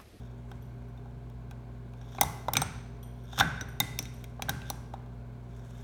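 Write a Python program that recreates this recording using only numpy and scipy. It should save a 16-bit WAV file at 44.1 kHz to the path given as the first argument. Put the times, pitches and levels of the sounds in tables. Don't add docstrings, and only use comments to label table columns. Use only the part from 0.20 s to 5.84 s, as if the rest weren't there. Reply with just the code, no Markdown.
import sys
import numpy as np
from scipy import signal
from scipy.fft import rfft, irfft
from scipy.io import wavfile

SR = 44100
rng = np.random.default_rng(int(sys.argv[2]) if len(sys.argv) > 2 else 0)


def wrap_up_sound(samples):
    columns = np.atleast_2d(samples).T
    tamed = np.clip(columns, -1, 1)
    steps = np.round(tamed * 32767).astype(np.int16)
    wavfile.write(sys.argv[1], SR, steps)


N = 248677
T = np.arange(N) / SR

# frequency in Hz, relative level in dB, t60 (time to fall 60 dB) in seconds.
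HANDLE_MODES = [(3343, -11.5, 0.023), (3760, -12.5, 0.032), (3713, -9, 0.0088), (4000, -9.5, .012)]
BRIGHT_MODES = [(5010, -12.5, 0.016), (5610, 3.5, 0.0071), (6070, -4.5, 0.0042), (6310, -3, 0.017),
                (6800, -2.5, 0.0064), (7400, -12, 0.022), (8060, -10, 0.01), (8500, -13.5, 0.026),
                (9560, -11, .009)]
DETUNE = .025


def amp(db):
    return 10 ** (np.asarray(db) / 20)


def unit_rms(x):
    return x / np.sqrt(np.mean(x ** 2) + 1e-20)


def burst(x):
    return x * np.sqrt(.01 * SR / (np.sum(x ** 2) + 1e-20))


def value_at(points, hz):
    point_hz, value = np.transpose(points)
    return np.interp(np.log(hz + 1), np.log(point_hz + 1), value)


def add(mix, start_s, sound):
    part = mix[round(start_s * SR):][:len(sound)]
    part += sound[:len(part)]


def colour(x, spectrum):
    gain = amp(value_at(spectrum, np.fft.rfftfreq(len(x), 1 / SR)))
    return irfft(rfft(x) * gain, len(x))


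def fade(x, decays, size=256):
    hz, t, bands = signal.stft(x, SR, nperseg=size)
    decay = amp(-60 * t / value_at(decays, hz)[:, None])
    return signal.istft(bands * decay, SR, nperseg=size)[1][:len(x)]


def ring(modes, detune=0):
    hz, db, t60 = np.transpose(modes)[:, :, None]
    weight, shift = rng.standard_normal((2, len(modes), 1))
    t = T[:int(SR * min(t60.max() + .02, 1))]
    sign = (-1) ** np.arange(len(modes))[:, None]
    envelopes = amp(db + 2 * weight - 60 * t / t60)
    sines = np.sin(2 * np.pi * hz * (1 + detune * shift) * t)
    radiation = signal.butter(2, 0.32 * hz.min(), "high", fs=SR, output="sos")
    return signal.sosfilt(radiation, (sign * envelopes * sines).sum(0))


def contact(chatter_s, size=1024):
    progress = T[:size] / max(chatter_s, 1 / SR)
    envelope = progress ** .25 * np.exp(-1.4 * progress)
    force = rng.standard_normal(size) * envelope
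    for _ in range(2):
        spectrum = rfft(force)
        force = irfft(spectrum / (abs(spectrum) + 1e-12)) * envelope ** .25
    return force


def strike(modes, chatter_s, detune=0):
    return burst(signal.fftconvolve(ring(modes, detune), contact(chatter_s)))


def friction(spectrum, grain_db, grains_per_s):
    slips = np.interp(T * grains_per_s, np.arange(N), rng.standard_normal(N))
    return unit_rms(colour(rng.standard_normal(N) * amp(grain_db * slips), spectrum))


def strokes(table, range_db=27):
    gain = np.zeros(N)
    for start_s, swell_s, release_s, peak_db in table:
        past_peak = T - start_s - swell_s
        gain += amp(peak_db - range_db * np.maximum(-past_peak / swell_s, past_peak / release_s))
    return gain


def machine_hum(air_db=-51, waver=0.029):
    # frequency in Hz, rms level in dB.
    tones = [(57.4, -48.5), (120, -46), (240, -55.5), (399, -67.5), (572, -70), (692, -67.5), (705, -75.5)]
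    # frequency in Hz, relative spectral density in dB.
    air_spectrum = [(20, -29.5), (40, -5.5), (70, 5), (100, -11.5), (150, 2), (210, -4.5), (320, -13),
                    (400, -5), (480, -14), (680, -16), (1050, -16.5), (1250, -26), (1550, -19.5),
                    (1850, -32.5), (2200, -27), (2700, -33.5), (4300, -36.5), (5000, -42), (9000, -46.5),
                    (10500, -48.5), (16500, -49.5), (19000, -53)]
    out = amp(air_db) * unit_rms(colour(rng.standard_normal(N), air_spectrum))
    for hz, db in tones:
        swell, drift = (np.interp(T * 5, np.arange(99), row) for row in rng.standard_normal((2, 99)))
        phase = 2 * np.pi * (hz * T + rng.random()) + waver * drift
        out += amp(db) * np.sqrt(2) * (1 + waver * swell) * np.sin(phase)
    return out


def garage(x, early_db=-17):
    # frequency in Hz, t60 in seconds.
    decays = [(100, 6.5), (300, 2.3), (800, 0.75), (1600, 0.826), (4000, 0.87), (8000, 0.6), (12000, 0.55),
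              (17000, 0.6)]
    # frequency in Hz, relative level in dB.
    tail_spectrum = [(200, -8), (500, -14), (800, -9.5), (1500, -4.5), (2300, -10), (3700, -17),
                     (6000, -13.5), (9000, -12.5), (15000, -22.5)]
    early, late = rng.standard_normal((2, SR))
    since = np.maximum(T[:SR] - .003, 0)
    early = unit_rms(early * (since > 0) * np.exp(-since / 0.0044)) / np.sqrt(SR)
    build_up = 1 - np.exp(-since / 0.0023)
    late = colour(fade(late * build_up, decays), tail_spectrum) / np.sqrt(0.055 * SR)
    return signal.fftconvolve(x, amp(early_db) * early + late)[:N]


def sleeve(rustle_db=-83):
    # frequency in Hz, relative spectral density in dB.
    cloth_spectrum = [(300, -10), (1500, 3), (3000, -3), (4900, -9), (6400, -1), (10000, -9), (14000, -14),
                      (18000, -26)]
    # start, swell and release in seconds, peak level in dB.
    brushes = [(0, 0.29, 0.47, -77), (1.4, 0.66, 0.29, -77.5), (3.75, 0.21, 0.4, -71.5),
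               (5.1, 0.5, 0.36, -65.5)]
    cloth = friction(cloth_spectrum, grain_db=4, grains_per_s=120)
    return (amp(rustle_db) + strokes(brushes)) * cloth


def jaw_ticks(ticks_per_s=3, level_db=-74.5):
    taps = (rng.random(N) < ticks_per_s / SR) * rng.random(N)
    tick = burst(ring(HANDLE_MODES + BRIGHT_MODES))
    return amp(level_db) * signal.oaconvolve(taps, tick)[:N]


def steel_pings():
    # start in seconds, relative level in dB.
    flicks = [(.422, -55), (.683, -66), (2.829, -45), (3.036, -60), (3.228, -44), (3.486, -49),
              (3.938, -51.5)]
    # frequency in Hz, relative level in dB, t60 in seconds.
    part_modes = [(3250, -5, .012), (5920, -8, .025), (8970, -5, .035), (11900, -2, .026), (12150, -6, .01)]
    out = np.zeros(N)
    for start_s, db in flicks:
        add(out, start_s, amp(db) * strike(part_modes, chatter_s=.002))
    return out


def jaw_scrape(slips_per_s=650, spread_db=5, pressed_t60_share=.3):
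    # start, swell and release in seconds, relative peak level in dB.
    slides = [(-.05, 0.036, .4, -66), (1.72, 0.32, 0.07, -51.5), (2.98, 0.22, .04, -50.5),
              (3.17, 0.0323, 0.018, -22.5), (4.41, 0.064, 0.11, -53.5), (5.1, 0.27, 0.74, -71),
              (5.2, 0.41, 0.55, -67)]
    # frequency in Hz, relative spectral density in dB.
    grit_spectrum = [(600, -22), (1600, 12.5), (2000, -6.5), (2900, -3), (3550, -10), (4100, -9.5),
                     (4900, -22), (5600, 6), (6300, -10), (7000, -16.5), (8100, -18), (10500, -23.5),
                     (11700, -4.5), (17000, -23)]
    onsets = rng.random(N) < slips_per_s / SR
    slips = onsets * amp(spread_db * np.clip(rng.standard_normal(N), -2, 2))
    ringing = np.zeros(N)
    for modes, db in [(HANDLE_MODES, -3.5), (BRIGHT_MODES, -9.5)]:
        damped = np.array(modes) * [1, 1, pressed_t60_share]
        ringing += amp(db) * unit_rms(signal.oaconvolve(slips, ring(damped, DETUNE))[:N])
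    grit = friction(grit_spectrum, grain_db=6, grains_per_s=160)
    return strokes(slides) * (ringing + amp(-5) * grit)


def leg_boom(rise_s=0.0015):
    # frequency in Hz, relative spectral density in dB.
    rumble_spectrum = [(30, -35), (60, -5.5), (95, -5), (120, -5), (140, 1), (180, -7), (230, -10.5),
                       (290, -5.5), (350, -16.5), (480, -13.5), (650, -12.5), (1200, -47.5)]
    # frequency in Hz, t60 in seconds.
    decays = [(80, 0.96), (145, 0.84), (250, 0.35), (500, .14)]
    rumble = fade(colour(rng.standard_normal(SR), rumble_spectrum), decays, size=1024)
    return burst(rumble * (1 - np.exp(-T[:SR] / rise_s)))


def shank_clink(centre_hz, chatter_s, octaves_per_6_db=0.21):
    # frequency in Hz, relative level in dB, t60 in seconds.
    shank_modes = [(1470, -2, .06), (1550, 0, .1), (1620, -4, .06), (2020, -3, .06), (2110, 0, .06),
                   (3660, 0, .05), (3760, -4, .03), (5600, -3, .03), (5950, 0, .05), (6210, -4, .03),
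                   (8290, -2, .02), (8460, 0, .035), (8640, -3, .015)]
    excited = [(hz, db - 6 * abs(np.log2(hz / centre_hz)) / octaves_per_6_db, t60)
               for hz, db, t60 in shank_modes]
    return strike(excited, chatter_s, detune=.012)


def crack(force, band_db):
    centre_hz = [800, 1900, 3700, 7000, 13000]
    width_hz = np.array([900, 1500, 1500, 4500, 7000])
    density_db = np.array(band_db) - 10 * np.log10(width_hz / (SR / 2))
    spectrum = [(100, density_db[0] - 25), *zip(centre_hz, density_db), (18000, density_db[-1] - 8)]
    return colour(burst(np.pad(force, (40, 1000))), spectrum)


def steel_levels(strength_db, hardness):
    centre_hz = [1850, 3700, 7000, 13000]
    response_db = [-1.24, -0.56, -2.2, -1.7]
    return strength_db + np.array(response_db) + hardness * np.log2(np.array(centre_hz) / centre_hz[1])


def wrench_blows(even_chatter_s=0.00126, boom_over_jaw_db=6, boom_limit_db=-28.5):
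    # start in seconds, strength in dB, hardness in dB per octave, propeller knock
    # in dB, jaw pitch in Hz, shank ring in dB, centre of the shank's band in Hz.
    blows = [(.3145, -57.5, -5, -50, 1450, -68, 1550), (.775, -75, -2, -71, 2300, -65.5, 3600),
             (.857, -79, -1, -54, 1390, -80, 1500), (1.099, -74, 0.5, -68, 2500, -78, 3900),
             (1.3105, -58.5, -2, -53.5, 2500, -57, 1480), (1.736, -69, -3.5, -60.5, 2390, -77, 3700),
             (1.813, -67, -7.5, -59.5, 1560, -67, 5600), (1.948, -62, -5, -49.5, 1530, -60, 5600),
             (1.984, -55.5, -11.5, -37.5, 2182, -53, 1550), (2.011, -40, 11, -29, 2230, -34.5, 2050),
             (2.0125, -32, 1.5, -25, 2150, -31.5, 6070), (2.032, -46, 5, -28.5, 1350, -42, 3710),
             (2.283, -46.5, -5, -26.5, 1230, -47, 2006), (2.335, -38, 4.5, -38, 1950, -47.5, 3700),
             (2.353, -41.5, -8, -52, 2430, -39, 1550), (2.368, -28.5, -2.5, -32.5, 2200, -28, 7040),
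             (2.4175, -38.5, 1.5, -29.5, 1400, -33.5, 8200), (3.130, -57, -6, -47, 1430, -48.5, 3700),
             (3.179, -47, -10, -39, 1150, -52, 3700), (3.1885, -36, -3, -43, 1380, -51, 3700),
             (3.198, -34, -4, -44, 1120, -27.5, 3600), (3.202, -40.5, -5.5, -43.5, 1650, -31, 3560),
             (3.2072, -32.5, -12, -22.5, 1475, -31, 1460), (3.223, -47.5, -12, -40, 1535, -31.5, 1593),
             (3.410, -44.5, -5, -68, 1550, -41.5, 5500), (3.6014, -32.5, 3, -68, 2350, -27, 3600),
             (3.6035, -39.5, 2, -31.5, 1990, -31, 2170), (3.789, -38, 1.5, -47.5, 2280, -36, 5960),
             (3.826, -62.5, 6.5, -69, 2310, -50.5, 5600), (3.854, -54.5, -4.5, -74, 2100, -51.5, 3400),
             (4.041, -54.5, 0, -79, 2310, -61, 2100), (4.194, -68, -13, -41, 1380, -65, 1490),
             (4.2215, -40.5, -2, -39.5, 2320, -44.5, 5500), (4.284, -56, -10.5, -39, 1450, -35, 1550),
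             (4.293, -34.5, 0.5, -35, 1530, -43, 5500), (4.417, -57.5, -7.5, -53, 2660, -66, 3700),
             (4.5007, -41.5, 3, -35, 1210, -47, 5000), (4.7372, -57, -7.5, -37, 1394, -66.5, 3480),
             (4.861, -74.5, -4, -63, 1420, -83.5, 1500)]
    # frequency in Hz, relative level in dB, t60 in seconds.
    propeller_modes = [(620, -7, .012), (795, 0, .03), (885, -2, .017), (1020, -5, .016), (1150, -9, .02),
                       (1330, -13, .016)]
    snap_modes = [(9370, -0.5, 0.0051), (11210, -2, 0.0088), (12100, 7, 0.0027), (13500, -7, 0.0035),
                  (14800, 3.5, 0.0058), (16800, -16, 0.0034)]
    rings, cracks, clinks, booms = np.zeros((4, N))
    room_cracks = np.zeros((2, N))
    for turn, (start_s, strength_db, hardness, knock_db, jaw_hz, shank_db, shank_hz) in enumerate(blows):
        jaw_modes = [(jaw_hz, 0, .016), (jaw_hz * 1.158, -5, .011), (1540, -14, .02)]
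        band_db = [knock_db, *steel_levels(strength_db, hardness)]
        chatter_s = even_chatter_s * 2 ** (-hardness / 16.5)
        for db, modes in zip(band_db, [propeller_modes, jaw_modes, HANDLE_MODES, BRIGHT_MODES, snap_modes]):
            add(rings, start_s, amp(db) * strike(modes, chatter_s, DETUNE))
        add(cracks, start_s, crack(contact(0.6 * chatter_s), band_db))
        add(room_cracks[turn % 2], start_s, crack(np.ones(1), band_db))
        add(clinks, start_s, amp(shank_db) * shank_clink(shank_hz, chatter_s))
        boom_db = min(band_db[1] + boom_over_jaw_db, boom_limit_db)
        add(booms, start_s, amp(boom_db) * leg_boom())
    return rings, cracks, room_cracks, clinks, booms


def scene():
    rings, cracks, room_cracks, clinks, booms = wrench_blows()
    handling = jaw_scrape() + jaw_ticks() + sleeve()
    pings = steel_pings()
    direct = rings + amp(-8) * cracks + amp(0.5) * clinks + amp(-11.5) * pings + handling
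    room_rings = colour(rings, [(1500, -4), (6000, -3), (9000, -14.5)])
    into_room = room_rings + clinks + amp(5.5) * pings + handling
    wash = sum(garage(colour(send, [(1500, -2.5), (4500, 1), (9000, 0.5)])) for send in room_cracks)
    return (direct + garage(into_room) + wash + booms + machine_hum())[None]


def record(dry, edge_hz=17600):
    low_pass = signal.firwin(511, edge_hz, window=("kaiser", 9), fs=SR)
    return signal.oaconvolve(dry, low_pass[None], "same")


dry = scene()
out = record(dry)
wrap_up_sound(out)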